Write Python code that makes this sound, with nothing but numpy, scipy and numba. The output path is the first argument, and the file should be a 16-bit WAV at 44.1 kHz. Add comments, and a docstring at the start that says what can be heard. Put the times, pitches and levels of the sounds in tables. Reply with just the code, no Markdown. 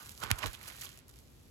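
"""A heap of foam, pulled apart by two hands right beside a stereo microphone in a quiet room.
Each bursting bubble rings for a few cycles: countless tiny ones fizz, middling ones crackle and big
wet ones squelch in the hollow of the hands, in surges as the foam tears. One air pocket snaps,
the hands thud and rub softly, and the fizz thins out as they draw away.
Behind it all lie a trace of wall echo and faint room tone."""
import sys
import numpy as np
from scipy import signal
from scipy.fft import rfft, irfft
from scipy.io import wavfile
from scipy.ndimage import uniform_filter1d
from numba import njit

SR = 44100
rng = np.random.default_rng(int(sys.argv[2]) if len(sys.argv) > 2 else 0)


def store_pcm(level_fs):
    """Save levels as 16-bit WAV."""
    pcm = np.round(np.clip(level_fs, -1, 1) * 32767).astype(np.int16)
    wavfile.write(sys.argv[1], SR, np.atleast_2d(pcm).T)


N = 66150
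FFT_SIZE = 2 * N
FREQ = np.maximum(np.arange(N + 1) * SR / FFT_SIZE, 1)
T = np.arange(N) / SR

# kinds of bubble: bursts per second, f/Hz, spread/octaves, ring/cycles, size scatter/dB
FINE = (4200, 10350, 0.59, 1.4, 7.1)
MIDDLING = (2800, 2640, 0.59, 5, 3.5)
WET = (1400, 1310, 0.37, 2.6, 3.8)
# steady bursting under the fingers: t/s, fine level/dB, middling level/dB, wet level/dB
STEADY_BURSTING = [(0, -53, -56.5, -53), (.11, -50, -57.5, -67), (.155, -58.5, -66.5, -70),
                   (.2, -51.5, -78, -59), (.22, -54, -51, -51), (.29, -75, -48, -45.5),
                   (.36, -56, -62, -49.5), (.42, -66, -44.5, -47), (.49, -56.5, -53, -46.5),
                   (.53, -53, -53.5, -68), (.58, -63, -59, -60), (.64, -53, -53.5, -60),
                   (.69, -55, -48.5, -59.5), (.75, -54, -54.5, -62), (.8, -51.5, -54.5, -68),
                   (.865, -56, -54, -72), (.93, -57.5, -60, -77), (0.991, -62, -62, -74),
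                   (1.04, -82, -73, -77), (1.1, -64.5, -85, -76), (1.18, -62, -64.5, -87),
                   (1.241, -67, -101, -94), (1.5, -67.5, -96, -84)]
# the foam tears: crest t/s, rise/s, fall/s, fine level/dB, middling level/dB, wet level/dB
FOAM_TEARS = [(0.237, 0.0079, 0.007, -43.5, -39.5, -36.5), (0.3082, 0.0011, 0.0011, -66, -35, -25.5),
              (.389, 0.0027, 0.0034, -38.5, -42.5, -54), (0.435, 0.0064, 0.01, -70, -40, -35.5),
              (0.465, 0.0034, 0.0072, -39, -39, -51), (0.546, 0.0068, 0.0038, -46.5, -45, -74),
              (0.681, 0.0027, 0.0065, -39.5, -81, -53), (0.814, 0.0022, 0.0042, -36, -52, -58),
              (0.843, 0.0064, 0.0097, -42, -50.5, -54.5), (1.094, .002, 0.0032, -47, -84, -62.5)]
# single larger bubbles: t/s, f/Hz, level/dB, ring/cycles
BUBBLE_POPS = [(0.0944, 11040, -21, 1.6), (0.1775, 4700, -26.5, 2), (0.204, 9000, -28, 1.7),
               (.2180, 1140, -30.5, 6.2), (0.2285, 1220, -27, 4.9), (0.2364, 1100, -23, 5.2),
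               (.2368, 3370, -19.5, 2.3), (.2607, 1350, -30, 3.7), (.2680, 2770, -27, 2.9),
               (0.3039, 1600, -16.5, 3.9), (0.3066, 1100, -18.5, 3.7), (0.3859, 6000, -22.5, 1.5),
               (0.4292, 2870, -23.5, 11), (0.4339, 1960, -23.5, 19), (0.439, 1114, -24.5, 8.5),
               (.4420, 735, -29, 7.7), (0.4434, 1330, -25, 3.6), (0.4601, 3430, -15, 2.5),
               (0.481, 4500, -25.5, 2.4), (0.5327, 11000, -23, 1.8), (0.5504, 3260, -31, 8.8),
               (.613, 1870, -34, 7), (0.631, 11300, -25.5, 3.1), (.6843, 3940, -44, 3.2),
               (0.7009, 2130, -33, 7.2), (0.8164, 7100, -41, 1.7), (0.8215, 3300, -35, 5.4),
               (0.824, 1820, -31, 7.5), (0.855, 5530, -24, 2.3), (.8648, 3270, -34, 10),
               (0.8696, 3300, -36.5, 13), (0.8918, 5570, -25, 1.6), (.975, 8000, -26.5, 1.2),
               (.990, 8000, -29, 1.8), (1.0829, 11600, -31.5, 2.5), (1.160, 4420, -34, 1.04),
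               (1.189, 7240, -27, 1.03)]
# resonances of the hollow between the hands: f/Hz, bandwidth/Hz, gain/dB
HOLLOW_MODES = [(1130, 300, 1.2), (1380, 140, 1.4)]
# spectrum of the bursting air pocket: f/Hz, level/dB
SNAP_SPECTRUM = [(200, -24.5), (700, -15.5), (1300, -2.5), (2200, 4), (4000, -3.5), (7000, -7), (11000, -7),
                 (16000, -23)]
# soft thuds of the hands: t/s, level/dB
HAND_THUDS = [(.229, -40), (0.305, -24.5), (.437, -34.5), (.456, -38.5)]
# spectrum of a thud: f/Hz, level/dB
THUD_SPECTRUM = [(20, -20), (45, -1), (70, -2.5), (105, 4.5), (150, -11.5), (220, -7), (400, -25),
                 (900, -49)]
# the palms rub together: crest t/s, rise/s, fall/s, level/dB
PALM_RUBS = [(.262, 0.0078, 0.015, -47), (0.454, 0.0063, .012, -35.5)]
# spectrum of the rubbing: f/Hz, level/dB
RUB_SPECTRUM = [(20, -23), (50, 6), (100, 0.5), (160, -10.5), (370, -2.5), (730, -15), (1500, -49)]
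# spectrum of the room tone: f/Hz, level/dB
ROOM_SPECTRUM = [(20, -42), (40, -6.5), (60, 2), (110, 0), (160, -7), (220, -8.5), (350, -12.5), (700, -21),
                 (1400, -26.5), (4000, -28), (16000, -42.5)]
# the microphone's response to the foam at close range: f/Hz, gain/dB
MIC_RESPONSE = [(100, 13), (400, 7.5), (800, 1), (1200, -1), (2000, 0.5), (4000, 3), (7000, 0.5),
                (11000, 1.5), (16000, -5.5)]
# the microphone's left port against its right: f/Hz, gain/dB
LEFT_PORT = [(50, -20), (125, -2.5), (300, -15.5), (1100, -13), (2500, -16.5), (5000, -21.5), (7000, -1),
             (9000, 0), (12000, -0.5), (16000, 0)]

SNAP_S, SNAP_DB = .3143, -3.5
LEFT_LEAD_S, LEFT_THUD_LAG_S, SIDE_SCATTER_DB = 0.0001641, 0.002, 4
TEAR_SCATTER = .5  # share of the size scatter left while the foam tears
TOP_HZ = 16200  # highest bubble pitch, and the microphone's treble cut


def bubble_swarm(kind, column):
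    """Bubbles of one kind burst at random between the ports, louder and more alike in every tear."""
    rate, centre_hz, octaves, cycles, scatter_db = kind
    levels = np.array(STEADY_BURSTING)
    steady = amp(np.interp(T, levels[:, 0], levels[:, 1 + column])) ** 2
    tearing = sum((amp(db[column]) * swell(crest, rise, fall)) ** 2
                  for crest, rise, fall, *db in FOAM_TEARS)
    power = steady + tearing
    when, chance = rng.random((8000, 2)).T
    bursting = chance < rate * N / SR / len(when)
    pitch, size, side = rng.standard_normal((len(when), 3))[bursting].T
    times = when[bursting] * N / SR
    hz = np.minimum(centre_hz * 2 ** (octaves * pitch), TOP_HZ)
    unevenness = TEAR_SCATTER + (1 - TEAR_SCATTER) * np.interp(times, T, steady / power)
    size_db = unevenness * scatter_db * size
    pan_db = SIDE_SCATTER_DB * side / 2
    pair = np.array([bubble_rings(times, hz, amp(size_db + s * pan_db), cycles) for s in (1, -1)])
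    span = int(0.026 * SR)  # the bursts average out over 26 ms
    local_power = uniform_filter1d(uniform_filter1d((pair ** 2).mean(0), span), span)
    return pair * np.sqrt(power / (np.abs(local_power) + 1e-9))


def bubble_pops():
    """Larger bubbles stand out of the fizz: some tick, some ring."""
    times, hz, db, cycles = np.array(BUBBLE_POPS).T
    return bubble_rings(times, hz, amp(db), cycles[:, None])


def bubble_rings(times, hz, strength, cycles):
    """Each bubble rings as it bursts, dying away by 40 dB over its few cycles."""
    age = np.arange(int(SR * np.max(np.ravel(cycles) / hz)) + 2)
    index = np.ceil(times * SR).astype(int)[:, None] + age
    turns = hz[:, None] * age / SR
    fade = np.exp(-np.log(100) * turns / cycles)
    ring = np.cos(2 * np.pi * turns) * fade
    ring -= fade * ring.sum(1, keepdims=True) / fade.sum(1, keepdims=True)  # no net push of air
    return np.bincount(index.ravel(), (strength[:, None] * ring).ravel(), N)[:N]


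def hand_hollow(wet, wander_octaves=0.082, shape_s=.04, direct_db=-6):
    """Wet bubbles ring the hollow between the hands, whose pitch wanders as the fingers move."""
    shapes = rng.standard_normal(200)
    shift = 2 ** (wander_octaves * np.interp(T / shape_s, np.arange(len(shapes)), shapes))
    ringing = sum(amp(db) * np.array([resonate(port, hz * shift, float(width)) for port in wet])
                  for hz, width, db in HOLLOW_MODES)
    return amp(direct_db) * wet + ringing


def air_push(at_s, db, spectrum):
    """One push of air, a snap or a thud; db sets its peak, allowing for the microphone's phase lag."""
    shape = gains(spectrum)
    peak = np.abs(irfft(shape * mic_phase_lag(), FFT_SIZE)).max()
    return amp(db) * irfft(shape * delay(at_s), FFT_SIZE)[:N] / peak


def hand_thuds():
    """Low bumps of the hands reach the left port a little later."""
    bumps = sum(air_push(at_s, db, THUD_SPECTRUM) for at_s, db in HAND_THUDS)
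    return np.array([filt(bumps, delay(LEFT_THUD_LAG_S)), bumps])


def palm_rubs():
    """Skin slides on skin with a rough, low rustle."""
    rustle = filt(rng.standard_normal((2, N)), gains(RUB_SPECTRUM))
    envelope = sum(amp(db) * swell(crest, rise, fall) for crest, rise, fall, db in PALM_RUBS)
    return rustle / rustle.std() * envelope


def wall_echo(source, send_db=-15.5, decay_s=0.026, dull_hz=4040):
    """The walls return a short, dull trace of the close sound."""
    reflections = rng.standard_normal((2, N)) * np.exp(-T / decay_s)
    response = rfft(reflections, FFT_SIZE) / (1 + 1j * FREQ / dull_hz)
    return amp(send_db) * filt(source, response) / np.linalg.norm(reflections[0])


def room_tone(db=-58, crossover_hz=226):
    """The quiet room: a faint rumble alike at both ports, under a thin, wide hiss."""
    noise = rng.standard_normal((3, N))
    shared = 1 / (1 + (FREQ / crossover_hz) ** 2)
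    rumble = filt(noise[0], gains(ROOM_SPECTRUM) * np.sqrt(shared))
    hiss = filt(noise[1:], gains(ROOM_SPECTRUM) * np.sqrt(1 - shared))
    tone = rumble + hiss
    return amp(db) * tone / tone.std()


def mic_phase_lag(lag_s=.02, reference_hz=100, slope=1.35, knee_hz=32):
    """Lows pass through the microphone late, so every click droops in pitch."""
    falloff = (reference_hz / np.hypot(FREQ, knee_hz)) ** (slope - 1)
    return np.exp(2j * np.pi * lag_s * reference_hz * falloff / (slope - 1))


@njit
def resonate(x, hz, width_hz):
    """Band-pass with a moving centre, gain 1 there."""
    y = np.empty(len(x))
    band_state, low_state = 0., 0.
    for i in range(len(x)):
        tuning = np.tan(np.pi * hz[i] / SR)
        damping = width_hz / hz[i]
        band = (band_state + tuning * (x[i] - low_state)) / (1 + tuning * (tuning + damping))
        band_state = 2 * band - band_state
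        low_state += 2 * tuning * band
        y[i] = damping * band
    return y


def swell(crest, rise, fall):
    """Envelope that rises to a rounded crest and falls away."""
    return np.exp(1 - np.hypot(1, (T - crest) / np.where(T < crest, rise, fall)))


def amp(db):
    """Amplitude from decibels."""
    return 10 ** (np.asarray(db) / 20)


def gains(points):
    """Gain at every frequency from points of f/Hz, level/dB."""
    hz, db = np.array(points).T
    return amp(np.interp(np.log(FREQ), np.log(hz), db))


def filt(x, response):
    """Filter by a frequency response."""
    return irfft(rfft(x, FFT_SIZE) * response, FFT_SIZE)[..., :N]


def delay(seconds):
    """Response of a plain delay."""
    return np.exp(-2j * np.pi * FREQ * seconds)


def scene():
    """Foam and hands right at the two ports; wall echo and room tone behind them."""
    fizz = bubble_swarm(FINE, column=0)
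    crackle = bubble_swarm(MIDDLING, column=1)
    squelch = hand_hollow(bubble_swarm(WET, column=2))
    foam = fizz + crackle + squelch + bubble_pops()
    snap = air_push(SNAP_S, SNAP_DB, SNAP_SPECTRUM)
    close = filt(foam, gains(MIC_RESPONSE)) + snap
    echo = wall_echo(close[1])
    left, right = close + hand_thuds() + palm_rubs()
    left = filt(left, gains(LEFT_PORT) * delay(-LEFT_LEAD_S))
    return np.array([left, right]) + echo + room_tone()


def record(dry):
    """The microphone delays the lows and cuts the top."""
    treble_cut = signal.ellip(8, .2, 70, TOP_HZ, fs=SR, output="sos")
    return signal.sosfilt(treble_cut, filt(dry, mic_phase_lag()))


dry = scene()
out = record(dry)
store_pcm(out)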